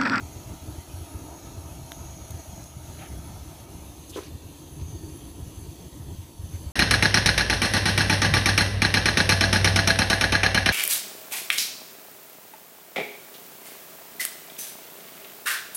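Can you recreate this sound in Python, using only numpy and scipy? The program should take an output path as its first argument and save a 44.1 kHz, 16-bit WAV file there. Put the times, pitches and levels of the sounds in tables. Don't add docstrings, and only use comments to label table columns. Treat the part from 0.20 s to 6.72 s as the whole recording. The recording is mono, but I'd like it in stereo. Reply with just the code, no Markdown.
import sys
import numpy as np
from scipy import signal
from scipy.fft import rfft, irfft, next_fast_len
from scipy.io import wavfile
from scipy.ndimage import uniform_filter1d, map_coordinates

SR = 44100
rng = np.random.default_rng(int(sys.argv[2]) if len(sys.argv) > 2 else 0)


def waveform_to_disk(signal):
    frames = np.transpose(np.atleast_2d(signal))
    scaled = np.clip(frames, -1, 1) * 32767
    samples = np.round(scaled).astype(np.int16)
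    wavfile.write(sys.argv[1], SR, samples)


N = 287515
TIME = np.arange(N) / SR
BACK_OFF_S = (3.2, 3.92)


def amp(db):
    return np.exp(np.asarray(db) * (np.log(10) / 20))


def unit(x):
    return x / np.sqrt(np.mean(np.abs(x) ** 2) + 1e-20)


def along(points, hz):
    f, v = np.transpose(points)
    return np.interp(np.log(hz + 1), np.log(f + 1), v)


def curves(rows):
    times, *columns = np.transpose(rows)
    return [np.interp(TIME, times, column) for column in columns]


def wobble(rate):
    coarse = TIME[::32]
    values = rng.standard_normal(int(N / SR * 100) + 4)
    return np.interp(TIME, coarse, map_coordinates(values, [coarse * min(rate, 100)]))


def sides(pan_db):
    return amp(np.array([pan_db / 2, -pan_db / 2]))


def away(near, far):
    return np.interp(TIME, BACK_OFF_S, (near, far))


def near_far(pair):
    share = away(0, 0.95)
    return (1 - share) * unit(pair[0]) + share * unit(pair[1])


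def filtered(x, response):
    size = next_fast_len(x.shape[-1] + 8192)
    return irfft(rfft(x, size) * response(np.fft.rfftfreq(size, 1 / SR)), size)[..., :x.shape[-1]]


def off_centre(f, hz, width_hz):
    return (f * f - hz * hz) / ((f + 1) * width_hz)


def resonances(table):
    return lambda f: np.sqrt(sum((amp(db) / (1 + off_centre(f, hz, width) ** 2)) ** 2
                                 for hz, width, db in table))


def patches(shape, wide_hz, long_s):
    rows = np.arange(shape[0]) * SR / 1024 / wide_hz
    columns = np.arange(shape[1]) * 512 / SR / long_s
    grid = np.meshgrid(rows, columns, indexing="ij")
    return unit(map_coordinates(rng.standard_normal((200, 300)), grid, mode="wrap", order=2))


# f/Hz, likeness (1 = the same)
LIKENESS = [(60, .62), (130, .52), (290, .68), (700, .88), (1200, .68), (1700, .3), (4000, .62), (6500, .7),
            (10000, .55), (15000, .2)]
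# f/Hz, pan/dB
BALANCE = [(60, 1), (110, -3.5), (200, 0), (380, 0.5), (700, 1), (1290, 0.5), (2380, 0.5), (4400, -1.5),
           (8120, -2), (15000, 0)]


def rush(response, patchy_db, wide_hz, long_s, focus=1, drift=0.98, lead=(0, 0)):
    hz, times, noise = signal.stft(rng.standard_normal((2, N + 1024)), SR, nperseg=1024)
    spread = np.arccos(np.clip(focus * along(LIKENESS, hz), 0, 1))[:, None] / 2
    mid, side = np.cos(spread) * noise[0], np.sin(spread) * noise[1]
    treble = np.clip((hz[:, None] - 1300) / 600, 0, 1)
    phase = drift * patches(mid.shape, 110, 1.46) + np.interp(times, BACK_OFF_S, lead) / 2
    slip = np.exp(1j * treble * phase)
    lean = amp(along(BALANCE, hz) / 2)[:, None]
    both_db, left_db, right_db = (patchy_db * share * patches(mid.shape, wide_hz, long_s)
                                  for share in (0.36, 0.22, 0.31))
    left = (mid + side) * slip * lean * amp(both_db + left_db)
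    right = (mid - side) / slip / lean * amp(both_db + right_db)
    pair = signal.istft(np.array([left, right]), SR, nperseg=1024)[1][:, :N]
    return unit(filtered(pair, response))


# t/s, peak level/dB
POT_TOUCHES = [(3.96, -23), (3.972, -26), (3.978, -26), (3.985, -29), (4.005, -33.5), (4.024, -34.5)]
# f/Hz, relative level/dB, time to fade by 60 dB/s
POT_TONES = [(332, 0.5, 0.05), (382, 10, 0.059), (426, -1, 0.098), (487, 4, 0.04), (610, -7, 0.036),
             (1040, -2, 0.053), (1292, -8, 0.047), (1504, -7.5, 0.032)]


def pot_bump():
    out, t = np.zeros(N + SR), TIME[:SR // 4]
    for start, db in POT_TOUCHES:
        ring = sum(amp(level + 3 * rng.standard_normal() - 60 * t / fade_s) * np.sin(2 * np.pi * hz * t)
                   for hz, level, fade_s in POT_TONES)
        ring *= 1 - np.exp(-t / 0.0026)
        out[round(start * SR):][:len(t)] += amp(db) * ring / np.max(np.abs(ring))
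    return out[:N] * sides(3.5)[:, None]


# t/s, level/dB, f/Hz, width/Hz
LEAF_TICKS = [(1.7192, -31, 3600, 5000), (1.719, -34, 1100, 1500), (1.719, -41, 12500, 8000),
              (2.106, -38, 12600, 10000), (2.1062, -52, 2500, 3000), (2.1085, -34, 10000, 14000),
              (2.1446, -47, 11000, 8000), (2.441, -40, 7060, 9000), (3.5045, -45, 9000, 9000),
              (3.8955, -42, 6500, 9000), (3.973, -38, 3630, 2500), (4.5995, -45, 3020, 3000),
              (4.899, -48, 5000, 5000)]
# t/s, length/s, level/dB, f/Hz, width/Hz
LEAF_RUSTLES = [(2.748, 0.16, -47.5, 2200, 1800), (2.771, 0.1, -46.5, 700, 250),
                (2.797, 0.094, -52.5, 1290, 200), (3.889, 0.033, -39.5, 7900, 7000),
                (3.918, 0.061, -43, 3200, 930), (3.92, 0.11, -42.5, 4500, 10000),
                (3.961, 0.046, -42.5, 960, 1120), (3.96, 0.17, -48.5, 3180, 4000),
                (4.6, 0.03, -54, 3300, 3500), (6.292, 0.1, -55, 2000, 2500)]


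def leaves():
    out, t = np.zeros((2, N + SR)), TIME[:SR // 5]
    tick_fade = amp(-60 * t / 0.0069)
    for start, db, hz, width_hz in LEAF_TICKS:
        crack = unit(filtered(rng.standard_normal(len(t)), resonances([(hz, width_hz, 0)])))
        ring = 0.5 * np.sin(2 * np.pi * hz * t)
        snap = tick_fade * (ring + crack)
        out[:, round(start * SR):][:, :len(t)] += amp(db) * sides(pan_db=-9)[:, None] * snap
    for start, length, db, hz, width_hz in LEAF_RUSTLES:
        left, other = rng.standard_normal((2, len(t)))
        right = np.roll(left, 2) + 1.1 * other
        clumps = amp(2.0 * unit(uniform_filter1d(rng.standard_normal(len(t)), size=64)))
        crackle = np.array([left, right]) * clumps
        band = unit(filtered(crackle, lambda f: 1 / np.sqrt(1 + off_centre(f, hz, width_hz) ** 4)))
        swell = np.abs(np.sin(np.pi * np.clip(t / length, 0, 1))) ** 1.64
        out[:, round(start * SR):][:, :len(t)] += amp(db) * swell * band
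    return out[:, :N]


# middle t/s, length/s, drop/dB, pan/dB
RUMBLE_DIPS = [(0.66, 0.055, 21, -23), (1.148, 0.072, 6.5, -7), (1.977, 0.061, 9, -23),
               (2.532, 0.18, 14.5, -25.5), (3.468, 0.052, 19, 27), (3.745, 0.11, 5, 12),
               (4.483, 0.18, 9, 8), (4.79, 0.092, 12.5, 27), (5.134, 0.032, 7, 5), (5.332, 0.026, 11, 4),
               (5.705, 0.03, 19, -6), (6.134, 0.16, 18, 15), (6.425, 0.079, -2.5, -6)]


def dips():
    coarse = TIME[::32]
    dip_and_pan = sum(np.outer([-db, pan_db], np.exp(-(2 * (coarse - middle) / length) ** 2))
                      for middle, length, db, pan_db in RUMBLE_DIPS)
    return [np.interp(TIME, coarse, curve) for curve in dip_and_pan]


# f/Hz, relative level/dB
HISS_SHAPES = ([(900, -89), (1500, -2), (1910, -3), (2250, 0), (3050, -1.5), (3320, 1.5), (3570, -1.5),
               (4250, 0), (4650, -0.5), (4950, -7), (5250, -1), (6300, 0), (7400, -3.5), (9200, -5.5),
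               (10500, -8.5), (12500, -2), (14000, -7), (15600, -6.5)], [(900, -87), (1500, -6.5),
               (1890, -2.5), (2100, -5.5), (2500, -1), (3000, 0), (3200, 0), (3580, 1.5), (3950, -2),
               (4200, 2.5), (4380, -3.5), (4550, 4.5), (4850, -5.5), (5700, -5.5), (6300, -6), (7500, -2),
               (9200, -5.5), (10500, -6), (12500, -3.5), (14000, -6.5), (15600, -5.5)])


def gas_hiss(flow):
    hiss = near_far(rush(lambda f: np.array([amp(along(shape, f))[None] for shape in HISS_SHAPES]),
                         patchy_db=5.5, wide_hz=119.8, long_s=0.06, focus=0.65))
    hiss /= np.std(filtered(hiss, lambda f: (f > 1800) & (f < 5000)))
    return amp(away(-53.5, -55) + 0.45 * flow) * hiss


# t/s, low whistle level/dB, high whistle level/dB
WHISTLE_LEVELS = [(0.0, -52.5, -55), (0.89, -58.5, -53), (1.16, -52, -55), (1.61, -57, -52),
                  (1.78, -48.5, -52), (2.8, -55.5, -55), (2.81, -54, -51), (3.43, -60, -55.5),
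                  (3.76, -55.5, -53), (3.96, -52.5, -54), (4.12, -59, -59), (4.66, -51.5, -56.5),
                  (5.03, -56, -52), (5.16, -56.5, -55.5), (6.01, -55, -55.5), (6.12, -59, -56.5),
                  (6.34, -50.5, -52), (6.52, -58, -55)]
# f/Hz, width/Hz, relative level/dB
LOW_WHISTLE_BANDS = [(6200, 190, 5), (6500, 93, 6), (6150, 280, -1), (6700, 220, -6)], [(6670, 90, 4.5),
                     (6500, 230, 0.5), (6020, 360, -4.5)]
# f/Hz, width/Hz, relative level/dB
HIGH_WHISTLE_BANDS = [(9980, 750, -0.5), (10510, 380, 1.5), (11000, 180, -1), (11400, 650, -4.5),
                      (12400, 440, -14)]


def gas_whistles(flow):
    low_db, high_db = curves(WHISTLE_LEVELS)
    stereo = dict(focus=1.3, drift=0.3)
    deep, sharp = rush(lambda f: np.array([resonances(bands)(f)[None] for bands in LOW_WHISTLE_BANDS]),
                       patchy_db=1.0, wide_hz=112.9, long_s=0.06, lead=(1.17, -1.63), **stereo)
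    sharp_share = np.interp(TIME, (2.8, 3.1), (1, 0.034))
    low = (1 - sharp_share) * unit(deep) + sharp_share * unit(sharp)
    high = rush(resonances(HIGH_WHISTLE_BANDS),
                patchy_db=6, wide_hz=220, long_s=0.25, lead=(-1.65, -1.3), **stereo)
    return (amp(low_db + 0.9 * flow + 0.69 * wobble(31)) * low
            + amp(high_db + 0.11 * flow + 1.47 * wobble(22.12)) * high)


# t/s, peak level/dB, f/Hz
FLAME_POPS = [(0.026, -31, 88), (0.161, -33.5, 96), (0.269, -33.5, 126), (0.3, -33, 88), (0.483, -28.5, 93),
              (0.578, -32.5, 84), (0.738, -30.5, 87.5), (.773, -30.5, 90), (0.809, -30, 90),
              (0.95, -29.5, 87), (1.029, -35.5, 85), (1.376, -29, 88), (1.901, -40, 94), (2.101, -28.5, 88),
              (2.14, -28.5, 89), (2.566, -31, 129), (2.926, -33, 91), (2.988, -34, 88), (3.068, -36.5, 84),
              (3.142, -32.5, 80), (4.136, -30, 88), (4.254, -40, 92), (4.592, -39, 107), (4.616, -26.5, 75),
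              (4.655, -31, 84), (4.73, -29, 102), (4.835, -33.5, 88), (4.876, -34, 83), (4.954, -35, 113),
              (5.196, -32.5, 87), (5.222, -29, 83), (5.269, -33, 90), (5.371, -31.5, 92), (5.422, -37, 90),
              (5.485, -30, 84), (5.795, -33.5, 132), (5.909, -28, 90), (5.985, -27.5, 87), (6.192, -29, 88),
              (6.234, -30, 86), (6.34, -23, 85), (6.462, -25, 72)]


def flame_pops():
    out, t = np.zeros((2, N + SR)), TIME[:SR // 10]
    for (start, db, hz), pan_db in zip(FLAME_POPS, rng.standard_normal(len(FLAME_POPS))):
        push = np.sin(2 * np.pi * hz * t) * t * hz * np.exp(-1.6 * t * hz)
        push /= np.max(np.abs(push))
        out[:, round(start * SR):][:, :len(t)] += amp(db) * np.outer(sides(pan_db), push)
    return out[:, :N]


# t/s, level/dB
ROAR_LEVELS = [(0, -47), (.55, -48.5), (1.14, -46), (1.54, -50.5), (2.0, -49), (2.5, -52), (2.9, -48.5),
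               (3.2, -50.5), (3.55, -46.5), (3.85, -49), (4.4, -47.5), (4.94, -46), (5.19, -49.5),
               (5.3, -48), (5.9, -48), (6.2, -52), (6.35, -46), (6.52, -54.5)]
# f/Hz, width/Hz, relative level/dB
GAP_BANDS = [(302.3, 110, 5.5), (408, 130, -8.5), (227, 20, -7)]
# f/Hz, width/Hz, relative level/dB
WINDBREAK_BANDS = ([(620, 250, -1.5), (664, 140, 0.5), (770, 170, -3), (921, 126, 1), (1270, 236, -5)],
                   [(540, 300, 0.5), (700, 96, 1.5), (793, 89, -0.5), (930, 160, 2), (1074, 180, -5),
                   (1268, 250, -7)])


def flame_roar(puff, dip_db):
    gap_db, = curves(ROAR_LEVELS)
    gap = rush(resonances(GAP_BANDS), patchy_db=1.5, wide_hz=100, long_s=0.13)
    gap = unit(amp(1.56 * puff + 0.7 * wobble(12)) * gap)
    echoes = rush(lambda f: np.array([resonances(bands)(f)[None] for bands in WINDBREAK_BANDS]),
                  patchy_db=3.0, wide_hz=184.6, long_s=0.08)
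    echoes = unit(amp(0.69 * puff + 0.62 * wobble(8)) * near_far(echoes))
    return amp(gap_db + 0.1 * dip_db) * gap + amp(away(-51, -55) + 0.11 * dip_db) * echoes


# t/s, level/dB
RUMBLE_LEVELS = [(0, -43.5), (.5, -40.5), (.9, -42.5), (1.3, -42), (1.9, -40.5), (2.15, -41.5),
                 (2.45, -39.5), (3.05, -40), (3.5, -41), (3.85, -41.5), (4.35, -42.5), (4.63, -35),
                 (4.85, -42.5), (5.4, -41.5), (5.75, -40.5), (6.0, -35.5), (6.35, -39.5), (6.52, -44)]
# f/Hz, relative level/dB
RUMBLE_SHAPE = [(12, -58), (22, -19), (45, -12), (62, -4), (72, -1.5), (83, -1), (100, -9.5), (125, -7.5),
                (165, -10.5), (230, -20.5), (300, -37), (500, -120)]


def flame_rumble(puff, dip_db, dip_pan_db):
    level_db, = curves(RUMBLE_LEVELS)
    noise = rush(lambda f: amp(along(RUMBLE_SHAPE, f)), patchy_db=0.1, wide_hz=86.4, long_s=0.58)
    power = uniform_filter1d(np.mean(noise ** 2, axis=0), round(0.08 * SR))
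    noise /= np.sqrt(np.abs(power) + 0.031)
    puff_db = 0.37 * puff - 4 * np.clip(puff, -1.4, 0) ** 2
    swell_db = -0.5 * wobble(11)
    draught_db = 1.4 * np.array([wobble(27), wobble(49)])
    rumble = unit(amp(puff_db + swell_db + draught_db) * noise)
    return amp(level_db + dip_db) * sides(away(-0.5, 5) + dip_pan_db) * rumble


def scene():
    dip_db, dip_pan_db = dips()
    flow = wobble(8.7)
    puff = wobble(21)
    jet = amp(0.13 * dip_db) * (gas_hiss(flow) + gas_whistles(flow))
    flame = flame_pops() + flame_roar(puff, dip_db) + flame_rumble(puff, dip_db, dip_pan_db)
    return pot_bump() + leaves() + jet + flame


def record(dry):
    bottom_hz, top_hz = 26.8, 15520
    return filtered(dry, lambda hz: (hz < top_hz) * hz ** 2 / np.sqrt(hz ** 4 + bottom_hz ** 4))


dry = scene()
out = record(dry)
waveform_to_disk(out)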